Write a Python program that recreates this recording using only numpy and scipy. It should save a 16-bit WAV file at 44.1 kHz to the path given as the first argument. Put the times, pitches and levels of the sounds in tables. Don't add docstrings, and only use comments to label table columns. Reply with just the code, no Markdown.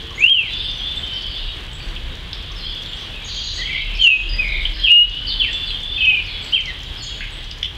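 import sys
import numpy as np
from scipy import signal
from scipy.fft import rfft, irfft, next_fast_len
from scipy.io import wavfile
from scipy.ndimage import uniform_filter1d, minimum_filter1d, map_coordinates

SR = 44100
rng = np.random.default_rng(int(sys.argv[2]) if len(sys.argv) > 2 else 0)


def rack_gain(trim_db):
    fader = np.asarray(trim_db, float)
    return 10 ** (fader / 20)


def wav_out(sig):
    wavfile.write(sys.argv[1], SR, np.round(np.clip(np.atleast_2d(sig).T, -1, 1) * 32767).astype(np.int16))


N = 342657
T = np.arange(N) / SR


def unit(x):
    return x / np.sqrt(np.mean(x ** 2) + 1e-20)


def wobble(rate):
    knots = rng.standard_normal(int(N * rate / SR) + 4)
    return map_coordinates(knots, [T * rate])


def coloured(x, spectrum):
    hz, db = np.transpose(spectrum)
    m = next_fast_len(N + 8192)
    log_hz = np.log(np.fft.rfftfreq(m, 1 / SR) + 1)
    gain = rack_gain(np.interp(log_hz, np.log(hz), db, left=-120, right=-120))
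    return unit(irfft(rfft(x, m) * gain, m)[:N])


def add(track, s, sound):
    part = track[round(s * SR):][:len(sound)]
    part += sound[:len(part)]


def wood(near_db, near_t60, far_db, far_t60):
    t = np.arange(SR * 3 // 5) / SR
    near = rng.standard_normal(len(t)) * rack_gain(-60 * t / near_t60)
    far = rng.standard_normal(len(t)) * rack_gain(-60 * t / far_t60)
    far *= 1 - np.exp(-t / 0.016)
    answer = rack_gain(near_db) * near / np.linalg.norm(near) + rack_gain(far_db) * far / np.linalg.norm(far)
    answer[0] += 1
    return answer


def whistle(rows, edge_s, overtone_db, warble_hz, flutter_db):
    s, hz, db = np.transpose(rows)
    t = s[0] + np.arange(round((s[-1] - s[0]) * SR)) / SR
    chance = rng.standard_normal(SR)
    shake = unit(uniform_filter1d(chance[:len(t)], size=200))
    flutter = uniform_filter1d(uniform_filter1d(chance[::-1], size=400), size=300)
    flutter = unit(flutter)[:len(t)]
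    pitch_hz = uniform_filter1d(np.interp(t, s, hz), size=130) + warble_hz * shake
    phase = 2 * np.pi * np.cumsum(pitch_hz) / SR
    to_end_s = np.minimum(t - s[0], s[-1] - t)
    edge = np.sin(np.pi / 2 * np.clip(to_end_s / edge_s, 0, 1)) ** 2
    level = np.sqrt(2) * rack_gain(np.interp(t, s, db) + flutter_db * np.minimum(flutter, 1)) * edge
    return level * (np.sin(phase) + rack_gain(overtone_db) * np.sin(3 * phase))


# time_s, level_db
GUSTS = [(0.0, -37), (0.32, -41), (0.54, -30), (0.84, -41), (1.84, -27.5), (3.09, -38.5), (3.74, -34.5),
         (4.0, -25.5), (4.09, -35.5), (4.39, -26), (4.7, -25), (5.0, -40), (5.06, -26), (6.34, -39.5),
         (7.66, -36.5), (7.77, -41)]
# frequency_hz, density_db
BUFFET = [(18, -36.5), (30, -4), (38, -3.5), (48, -11), (60, -27)]
# frequency_hz, density_db
RUMBLE = [(26, -34), (45, -6), (59, 0.5), (86, -3.5), (162, -13), (220, -30), (290, -53), (480, -120)]
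RUMBLE_DB, RUMBLE_GROWS = -37, 0.11


def wind():
    gust_db = np.interp(T, *np.transpose(GUSTS))
    rumble_db = RUMBLE_DB + RUMBLE_GROWS * (gust_db - gust_db.mean()) + 1.5 * wobble(2.97)
    buffet = rack_gain(gust_db + 1.3) * coloured(rng.standard_normal(N), BUFFET)
    return buffet + rack_gain(rumble_db) * coloured(rng.standard_normal(N), RUMBLE)


# frequency_hz, density_db
RAIN = [(88, -35.5), (150, -4.5), (308, -6.5), (510, -9.5), (670, -12.5), (1150, -11.5), (1350, -13),
        (1570, -9.5), (2560, -9), (3290, -2), (5250, -26), (9040, -34), (15900, -43)]
RAIN_DB, RAIN_EASES_DB = -35.5, 2.5


def rain(spiky_db, grains):
    ticks = (rng.random(N) < grains / SR) * rack_gain(spiky_db * np.minimum(rng.exponential(size=N), 3))
    smear = rack_gain(-60 * np.arange(600) / SR / .013) * rng.standard_normal(600)
    treble = signal.butter(4, 4500, "high", fs=SR, output="sos")
    ticks = signal.sosfilt(treble, signal.fftconvolve(ticks, smear)[:N])
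    hiss = rng.standard_normal(N) * rack_gain(1.4 * wobble(12))
    level = rack_gain(RAIN_DB - RAIN_EASES_DB * T * SR / N)
    return level * coloured(hiss + rack_gain(-6.5) * unit(ticks), RAIN)


# start_s, end_s, first_hz, last_hz, level_db
HUMS = [
    (0, .297, 350, 350, -45.5),
    (0, .256, 453, 453, -45.5),
    (4.27, 4.68, 592, 632, -49),
    (4.58, 5.06, 630, 612, -52),
    (4.62, 4.88, 314, 314, -46.5),
    (4.5, 4.63, 340, 380, -50),
    (4.22, 4.34, 355, 335, -48),
    (5.124, 5.588, 280, 250, -45.5),
    (1.7, 1.812, 860, 930, -48.5),
]


def drones():
    drift, hum = 0.8 * wobble(12), np.zeros(N)
    for start_s, end_s, first_hz, last_hz, db in HUMS:
        u = np.clip((T - start_s) / (end_s - start_s), 0, 1)
        hz = first_hz + (last_hz - first_hz) * u
        swell = np.sin(np.pi * u) ** 0.64
        hum += rack_gain(db) * swell * np.sin(2 * np.pi * np.cumsum(hz) / SR + drift)
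    return rack_gain(2.5 * wobble(24)) * hum


# frequency_hz, density_db
CHORUS = [(2200, -24), (2800, -5.5), (3300, 1.5), (3800, -8.5), (4800, -15.5), (5600, -30.5)]
# time_s, level_db
CHOIR = [(0, -27.5), (.34, -53), (.54, -31), (1.5, -32.5), (1.7, -41), (3.27, -34.5), (3.94, -31.5),
         (4.37, -37.5), (4.799, -31), (5.3, -31), (5.84, -33), (6.14, -35.5), (7.5, -37), (7.77, -55)]


def chorus(count):
    blur, t = np.zeros(N), np.arange(SR // 12) / SR
    for u, pitch, glide, size in rng.random((count, 4)):
        glide_hz = 10000 * (glide - .6 + 0.3 * np.sign(glide - .6))
        hz = 2900 + 950 * pitch ** 1.6 + glide_hz * (t - .04)
        slur = np.hanning(len(t)) * np.sin(2 * np.pi * np.cumsum(hz) / SR)
        add(blur, u * N / SR, rack_gain(7 * size) * slur)
    blur = signal.fftconvolve(blur, wood(near_db=3.0, near_t60=0.13, far_db=5, far_t60=0.58))[:N]
    band = rack_gain(2.0 + 2.1 * wobble(9)) * coloured(rng.standard_normal(N), CHORUS)
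    return rack_gain(np.interp(T, *np.transpose(CHOIR))) * unit(unit(blur) + band)


# start_s, peak_db
SPLASHES = [(.0344, -40), (.1062, -36.5), (.7135, -35), (1.827, -39.5), (1.886, -38), (2.1535, -36.5),
            (2.1694, -43), (2.7482, -31.5), (2.822, -36), (2.8334, -32.5), (3.7414, -43.5), (4.4804, -33),
            (4.6674, -42), (4.7986, -34.5), (5.8014, -36), (6.054, -32), (6.263, -34), (6.4454, -34.5),
            (6.5175, -35), (6.8036, -35), (6.832, -30.5), (7.5844, -36)]
# start_s, peak_db
PATS = [(.5342, -31), (1.065, -35.5), (1.2212, -31), (1.372, -42), (2.3446, -42.5), (2.5172, -32.5),
        (3.2894, -42), (3.5224, -33), (3.9724, -31), (5.096, -32), (5.161, -47), (5.235, -40.5),
        (5.5303, -28.5), (6.6072, -32), (6.6567, -24), (6.9626, -39.5), (7.442, -36), (7.5098, -32)]
# start_s, peak_db
TICKS = [
    (.8345, -47.5),
    (.9564, -44),
    (1.732, -40),
    (5.8316, -38),
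]
# start_s, peak_db, pitch_hz
TAPS = [(1.962, -18.5, 3070), (2.3299, -17.5, 3490), (2.86, -24, 3900), (2.931, -18, 3120),
        (5.704, -15.5, 3000), (7.205, -21.5, 1810), (7.511, -20, 3300), (7.512, -24, 4500),
        (7.628, -8.5, 3150), (7.627, -23, 2250), (7.629, -27, 5300), (7.644, -17, 3200), (7.656, -16, 3150),
        (7.206, -24, 2900), (2.33, -24, 4500), (1.803, -28, 2600)]
# start_s, peak_db, pitch_hz
PLOPS = [
    (.11, -33, 1090),
    (2.499, -35, 1105),
    (3.02, -41, 1113),
    (6.12, -39, 780),
    (1.098, -38, 1495),
    (5.2, -39, 1494),
]
# pitch_hz, splash_db, band edge over centre (ratio)
SPLASH, PAT, TICK = (4850, -13, 1.28), (4900, -26, 1.28), (7500, -17, 1.28)
TAP_SPLASH_DB, TAP_EDGE = -34.5, 1.13


def drips():
    wet, t = np.zeros(N), np.arange(SR // 20) / SR
    bright = signal.butter(2, 8000, "high", fs=SR, output="sos")
    drops = [(*tap, TAP_SPLASH_DB, TAP_EDGE) for tap in TAPS]
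    for rows, kind in [(SPLASHES, SPLASH), (PATS, PAT), (TICKS, TICK)]:
        drops += [(s, db, *kind) for s, db in rows]
    for s, db, hz, splash_db, edge in drops:
        body = signal.butter(3, [hz / edge, hz * edge], "band", fs=SR, output="sos")
        puff = rng.standard_normal((2, len(t))) * rack_gain(-60 * t / 0.017) * (1 - np.exp(-t / 0.00053))
        tap = signal.sosfilt(body, puff[0])
        splash = signal.sosfilt(bright, puff[1])
        drop = rack_gain(db + 1.5) * (tap / abs(tap).max() + rack_gain(splash_db) * splash / abs(splash).max())
        answer = wood(near_db=-4.0, near_t60=0.27, far_db=-10.0, far_t60=0.36)
        add(wet, s, signal.fftconvolve(drop, answer))
    for s, db, hz in PLOPS:
        ring = np.sin(2 * np.pi * hz * (t + 1.8 * t * t))
        bubble = rack_gain(db - 60 * t / 0.059) * ring * (1 - np.exp(-t / 0.0014))
        answer = wood(near_db=5.0, near_t60=0.28, far_db=-8.0, far_t60=0.29)
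        add(wet, s, signal.fftconvolve(bubble, answer))
    return wet


# start_s, length_s, top_hz, bottom_hz, level_db
TRILLS = [(4.44, 0.17, 2480, 1900, -25), (3.27, .34, 4950, 2900, -31.5), (3.88, .1, 2650, 2000, -36),
          (6.22, .2, 2700, 1950, -37), (7.635, 0.025, 3350, 2900, -31), (3.465, .035, 4300, 3000, -28),
          (.55, .17, 5400, 3400, -41.5), (2.56, 0.19, 5200, 3700, -41), (6.97, 0.147, 5300, 3700, -42),
          (4.73, .1, 5400, 3800, -40), (1.12, .3, 5200, 3900, -44.5), (3.64, .39, 2800, 2300, -36),
          (4.48, 0.16, 4100, 3300, -35), (6.675, .03, 4200, 3300, -37), (3.6, .085, 3450, 2850, -27.5),
          (3.7, .14, 3350, 2800, -32), (2.63, 0.21, 3600, 3050, -34), (2.96, 0.08, 6500, 2400, -46),
          (6.26, 0.12, 4600, 3100, -38.5), (6.42, 0.097, 5000, 3600, -39.5)]
# start_s, length_s, top_hz, bottom_hz, level_db
RASPS = [
    (7.203, 0.037, 2900, 1400, -31.5),
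    (4.762, 0.027, 2100, 1300, -34),
    (3.24, .38, 6700, 4500, -45.5),
]
TRILL_RATE, RASP_RATE, BUZZ_RATE = 32, 130, 56
TRILL_ECHO_DB, BUZZ_ECHO_DB = 6, -1.5
BUZZ_S, BUZZ_PERIOD_S, BUZZ_LENGTH_S, BUZZ_HZ, BUZZ_DB = 3.243, .0965, 0.052, (6940, 6000), -34.5


def trills():
    calls, pace = np.zeros(N), 1 + 0.3 * wobble(30)
    bursts = [(*row, TRILL_RATE, TRILL_ECHO_DB) for row in TRILLS]
    bursts += [(*row, RASP_RATE, TRILL_ECHO_DB) for row in RASPS]
    for k in range(4):
        start_s = BUZZ_S + k * BUZZ_PERIOD_S
        bursts.append((start_s, BUZZ_LENGTH_S, *BUZZ_HZ, BUZZ_DB, BUZZ_RATE, BUZZ_ECHO_DB))
    for s, length, top_hz, bottom_hz, db, rate, echo_db in bursts:
        t = np.arange(round(length * SR)) / SR
        turn = np.cumsum(rate * pace[round(s * SR):][:len(t)]) / SR % 1
        hz = top_hz + (bottom_hz - top_hz) * turn ** 1.4
        level = rack_gain(db) * np.sin(np.pi * turn ** .9) * signal.windows.tukey(len(t), .15)
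        note = level * np.sin(2 * np.pi * np.cumsum(hz) / SR)
        answer = wood(near_db=echo_db, near_t60=.16, far_db=echo_db - 1.5, far_t60=.6)
        add(calls, s, signal.fftconvolve(note, answer))
    return rack_gain(-2.5) * calls


# start_s, length_s, pitch_hz, level_db
HELD = [(0.689, .15, 6000, -53), (0.848, 0.025, 1925, -39), (1.022, 0.23, 3065, -27),
        (7.016, .03, 7280, -41), (4.004, .03, 7150, -44), (7.0, .09, 4360, -38), (5.72, .1, 3520, -34),
        (0.86, .09, 3880, -41), (5.45, .16, 2735, -33), (5.44, .06, 3070, -25), (6.565, .05, 3120, -24),
        (6.795, .025, 3100, -33), (3.94, .02, 2570, -27), (3.745, .04, 2060, -30), (6.81, .07, 7150, -58),
        (2.846, 0.09, 7300, -56.5), (2.926, 0.032, 3204, -30.5), (3.74, 0.03, 3170, -27),
        (4.285, .1, 4900, -31), (4.3, .07, 4790, -33), (6.297, 0.13, 3375, -31.5),
        (7.016, 0.112, 3324, -33.5), (6.32, 0.064, 3820, -39), (7.06, .06, 3850, -43)]
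# start_s, length_s, first_hz,
# last_hz, level_db
SLIDES = [(0.482, 0.05, 3880, 3950, -35), (0.79, 0.045, 3200, 3400, -22), (.5, .24, 3480, 3570, -26),
          (.63, .06, 3270, 3400, -32), (.835, .16, 3480, 3570, -26), (5.5, .22, 3450, 3530, -27),
          (5.11, .27, 2960, 3090, -27), (5.7, .04, 3320, 3150, -25), (5.82, .18, 3450, 3560, -27),
          (5.935, .045, 3150, 3260, -24), (4.33, .03, 1820, 2200, -33), (2.622, .149, 3150, 3500, -31),
          (3.2, .03, 2200, 2500, -38), (3.352, .077, 3166, 3360, -28), (3.867, 0.023, 3200, 3000, -24),
          (4.228, 0.06, 3250, 2680, -25), (4.473, .14, 3955, 3326, -35), (4.787, 0.05, 3220, 3000, -28.5),
          (3.72, .03, 3200, 2650, -31), (3.75, 0.025, 3000, 2500, -31), (3.865, .03, 2950, 2400, -29),
          (3.848, .02, 3200, 2700, -31), (2.928, .045, 3500, 3000, -32), (1.32, .07, 3150, 3700, -30),
          (1.788, 0.044, 4730, 4350, -40.5), (5.263, 0.074, 4880, 3180, -23.5),
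          (3.27, .05, 5140, 3670, -32.5), (3.416, 0.036, 4710, 3650, -33), (3.557, .053, 4940, 3605, -29),
          (1.295, 0.079, 4700, 4050, -38), (1.368, 0.048, 4000, 4300, -40)]
# start_s, held_hz, level_db
FALLS = [
    (1.126, 4530, -40.5),
    (2.55, 4190, -35),
    (3.94, 4330, -32),
    (4.73, 4190, -34),
    (6.228, 4390, -37),
    (6.958, 4380, -32),
]
FALL_S, FALL_SPAN_HZ, FALL_DB, LAND_S = .042, 1150, -5, .055
# start_s, first_hz, level_db
CHIPS = [
    (.183, 7450, -37.5),
    (4.006, 7270, -36.5),
    (7.018, 7450, -34),
]
CHIP_S, CHIP_END_HZ = .035, 6000
# start_s, pitch_hz, level_db
SEEPS = [(.142, 6770, -47), (.614, 8400, -56.5), (.954, 7900, -47), (1.43, 7800, -62), (1.533, 8500, -59),
         (1.717, 7830, -45.5), (2.94, 8260, -55), (3.54, 8000, -46), (4.601, 8270, -55.5),
         (4.87, 6580, -61), (5.515, 7700, -45.5), (5.662, 8050, -57), (6.416, 7750, -47), (7.05, 8600, -58),
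         (7.302, 8120, -48)]
SEEP_S, SEEP_SAG_HZ = 0.043, 200


def far_notes():
    notes = [(s, length, hz, hz, db) for s, length, hz, db in HELD]
    notes += SLIDES
    notes += [(s, FALL_S, hz + FALL_SPAN_HZ, hz, db + FALL_DB) for s, hz, db in FALLS]
    notes += [(s + FALL_S, LAND_S, hz, .98 * hz, db) for s, hz, db in FALLS]
    notes += [(s, CHIP_S, hz, CHIP_END_HZ, db) for s, hz, db in CHIPS]
    notes += [(s, SEEP_S, hz, hz - SEEP_SAG_HZ, db) for s, hz, db in SEEPS]
    return notes


WANDER_HZ, WANDER_S = 14, .03


def others():
    calls = np.zeros(N)
    for s, length, first_hz, last_hz, db in far_notes():
        u = np.linspace(0, 1, num=int(length / WANDER_S) + 3)
        stray_hz = WANDER_HZ * rng.standard_normal(16)[:len(u)]
        hz = first_hz + (last_hz - first_hz) * u + stray_hz
        rows = np.c_[s + length * u, hz, db - 2.5 * u]
        span_hz = abs(first_hz - last_hz)
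        shake_hz = .14 * max(span_hz - 100, 0) + 22 + 70 * (first_hz / 8000) ** 3
        note = whistle(rows, edge_s=.012, overtone_db=-70, warble_hz=shake_hz, flutter_db=3)
        echo_db = 8 * min(span_hz / 500, 1.6) + 1
        answer = wood(near_db=echo_db, near_t60=0.2, far_db=echo_db - 3.5, far_t60=0.76)
        heard = signal.fftconvolve(note, answer)
        add(calls, s, heard * np.linalg.norm(note) / np.linalg.norm(heard))
    return rack_gain(.6) * calls


# delay_ms, gain (ratio)
BOUNCES = [
    (2.93, 0.21),
    (5.9, .8),
    (16.9, -.15),
]


def bounced(x):
    m = next_fast_len(N + 8192)
    khz = np.fft.rfftfreq(m, 1000 / SR)
    comb = 1 + sum(gain * np.exp(-2j * np.pi * khz * ms) for ms, gain in BOUNCES)
    response = unit(abs(comb)) * np.exp(1j * np.angle(comb))
    return irfft(rfft(x, m) * response, m)[:N]


# pitch_hz, level_db
THROAT = [(1770, -25), (2050, -24.5), (2350, -16.5), (2550, -5), (2750, -2.5), (3100, 0), (3250, 0),
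          (3600, -13)]
# (time_s, pitch_hz)
SLURS = [ (-5.5, -12, -7, [(.173, 1990), (.222, 2520), (.24, 2712), (.266, 2890), (.293, 3200),
         (.306, 3235), (.326, 3200), (.48, 2035), (.51, 1900)]), (-13.5, 8.5, 2, [(3.988, 3030),
         (4.003, 3200), (4.04, 2944), (4.075, 2700), (4.092, 2560)]), (-3.5, -7, -8.5, [(4.096, 2573),
         (4.13, 2548), (4.174, 2525)]), (-9, 4, 0, [(4.383, 2536), (4.41, 2490), (4.428, 2396),
         (4.45, 2120)]), (-5, 1, -11, [(4.651, 2790), (4.661, 3600)]), (-13, 7.5, 1.5, [(4.83, 3400),
         (4.845, 3240), (4.875, 2636), (4.89, 2400), (4.9, 2920)]), (0, -10, -13, [(4.899, 2852),
         (4.965, 2851), (5.005, 2872), (5.062, 2912)]), (-13.5, 3, 0.5, [(5.387, 3620), (5.403, 3330),
         (5.409, 3090), (5.418, 3057), (5.424, 2750), (5.437, 2710), (5.447, 2314), (5.47, 2000),
         (5.497, 1770)]), (-12, 0, -4, [(6.522, 2752), (6.535, 3100), (6.544, 3200), (6.551, 3160),
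         (6.56, 2765), (6.578, 2320), (6.6, 1940)]), (-14, -1, 1, [(6.633, 2386), (6.655, 2150)]),
         (-6.5, -3, 0, [(6.662, 2180), (6.687, 2000), (6.708, 1860)]), ]
ATTACK_DB, ATTACK_S = -8, .012
# start_s, held_hz, held_db, flick_db
WARBLE = [
    (5.978, 2606, -18, -17),
    (6.018, 2562, -18.5, -16),
    (6.067, 2545, -11.5, -13.5),
    (6.114, 2490, -13, -15.5),
    (6.167, 2420, -20.5, -20.5),
]
HOLD_S, FLICK_S, DWELL_S, TUMBLE_S = 0.028, .003, .003, .009
FLICK_RATIO, TUMBLE_HZ, TUMBLE_DB = 1.225, 2250, -7
# time_s, pitch_hz, level_db
WAVER = [
    [(3.577, 1886, -33), (3.598, 2020, -31), (3.612, 1950, -35), (3.622, 1870, -27), (3.64, 2200, -38),
     (3.656, 2268, -34), (3.672, 2224, -25), (3.684, 2042, -35), (3.7, 2046, -31)],
    [(3.7, 2278, -32), (3.716, 2342, -25), (3.75, 2060, -26), (3.776, 2342, -24), (3.8, 2190, -28),
     (3.808, 2125, -35), (3.832, 2165, -31.5), (3.85, 2133, -44)],
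]
# time_s, pitch_hz, level_db
ASIDES = [
    [(3.13, 2480, -38), (3.145, 2620, -34), (3.155, 2700, -34), (3.172, 2560, -34), (3.195, 2440, -36)],
    [(5.66, 4900, -36), (5.675, 4450, -31), (5.685, 4050, -30), (5.7, 3990, -32)],
]
WARBLE_ECHO_DB, FLICK_ECHO_DB, WAVER_ECHO_DB = -12, -2, 1.5


def thrush():
    notes = []
    for db, fade_db, echo_db, pitch in SLURS:
        s, hz = np.transpose(pitch)
        at = np.arange(s[0], s[-1], 1 / 500)
        hz = np.interp(at, s, hz)
        u = (at - s[0]) / (s[-1] - s[0])
        attack_db = ATTACK_DB * np.clip(1 - (at - s[0]) / ATTACK_S, 0, 1)
        level_db = db + fade_db * u ** 2 + attack_db + np.interp(hz, *np.transpose(THROAT))
        notes.append((echo_db, np.c_[at, hz, level_db]))
    for s, hz, db, flick_db in WARBLE:
        up, top_hz = s + HOLD_S + FLICK_S, FLICK_RATIO * hz
        notes.append((WARBLE_ECHO_DB, [(s, hz, db), (up, hz, db)]))
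        flick = [(s + HOLD_S - FLICK_S, 0.932 * top_hz, flick_db),
                 (up, top_hz, flick_db),
                 (up + DWELL_S, .93 * top_hz, flick_db),
                 (up + DWELL_S + TUMBLE_S, TUMBLE_HZ, flick_db + TUMBLE_DB)]
        notes.append((FLICK_ECHO_DB, flick))
    for rows in [*WAVER, *ASIDES]:
        notes.append((WAVER_ECHO_DB, np.subtract(rows, [0, 0, 2 * WAVER_ECHO_DB])))
    song, echoes = np.zeros((2, N))
    for echo_db, rows in notes:
        veiled_db = max(echo_db, 0)
        note = whistle(rows, edge_s=.003, overtone_db=-62,
                       warble_hz=3 + 12 * veiled_db, flutter_db=1.2 + .7 * veiled_db)
        answer = wood(near_db=echo_db, near_t60=0.16, far_db=0.55 * echo_db - 6.5, far_t60=0.57)
        near = len(answer) // 12
        add(song, rows[0][0], signal.fftconvolve(note, answer[:near]))
        add(echoes, rows[0][0] + near / SR, signal.fftconvolve(note, answer[near:]))
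    return bounced(song) + echoes


def scene():
    weather = wind() + rain(spiky_db=2.5, grains=63) + drips()
    far = drones() + chorus(count=340) + trills() + others()
    return (weather + far + thrush())[None]


def top_cut(x):
    return signal.sosfilt(signal.butter(12, 15730, fs=SR, output="sos"), x)


# cut_s, depth_db, climb_start_s, climb_length_s
CUTS = [
    (.2418, 2, .33, .19),
    (.2682, 3, .33, .19),
    (.2975, 3, .33, .19),
    (4.0252, 1, 4.1, .2),
    (4.051, 1.5, 4.1, .2),
    (4.0731, 5, 4.1, .2),
    (4.8543, 2, 5.04, .19),
    (4.908, 2, 5.04, .19),
    (4.9182, 4, 5.04, .19),
    (6.554, 1.8, 6.6, .1),
]
STAIR_S, CEILING = .032, .8
WHINE_HZ, WHINE_DB, TOP_HZ = 15725, -83, 15780


def record(dry):
    gain_db, reach = np.zeros(N), SR // 1500
    for s, depth_db, start, length in CUTS:
        first = round(s * SR) - reach
        crest = first + np.argmax(abs(dry[0, first:first + 2 * reach]))
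        back = np.clip(np.ceil((T - start) / STAIR_S) * STAIR_S / length, 0, 1)
        back = uniform_filter1d(back, size=14)
        gain_db -= depth_db * (np.arange(N) > crest) * (1 - back)
    whine = rack_gain(WHINE_DB + 3) * np.sin(2 * np.pi * WHINE_HZ * T)
    out = (dry + whine) * rack_gain(uniform_filter1d(gain_db, size=2))
    m = next_fast_len(N + 8192)
    passed = np.fft.rfftfreq(m, 1 / SR) < TOP_HZ
    out = irfft(rfft(out, m) * passed, m)[:, :N]
    held = minimum_filter1d(np.minimum(1, CEILING / (abs(out) + 1e-9)), size=201)
    return top_cut(out * uniform_filter1d(held, size=201))


dry = scene()
out = record(dry)
wav_out(out)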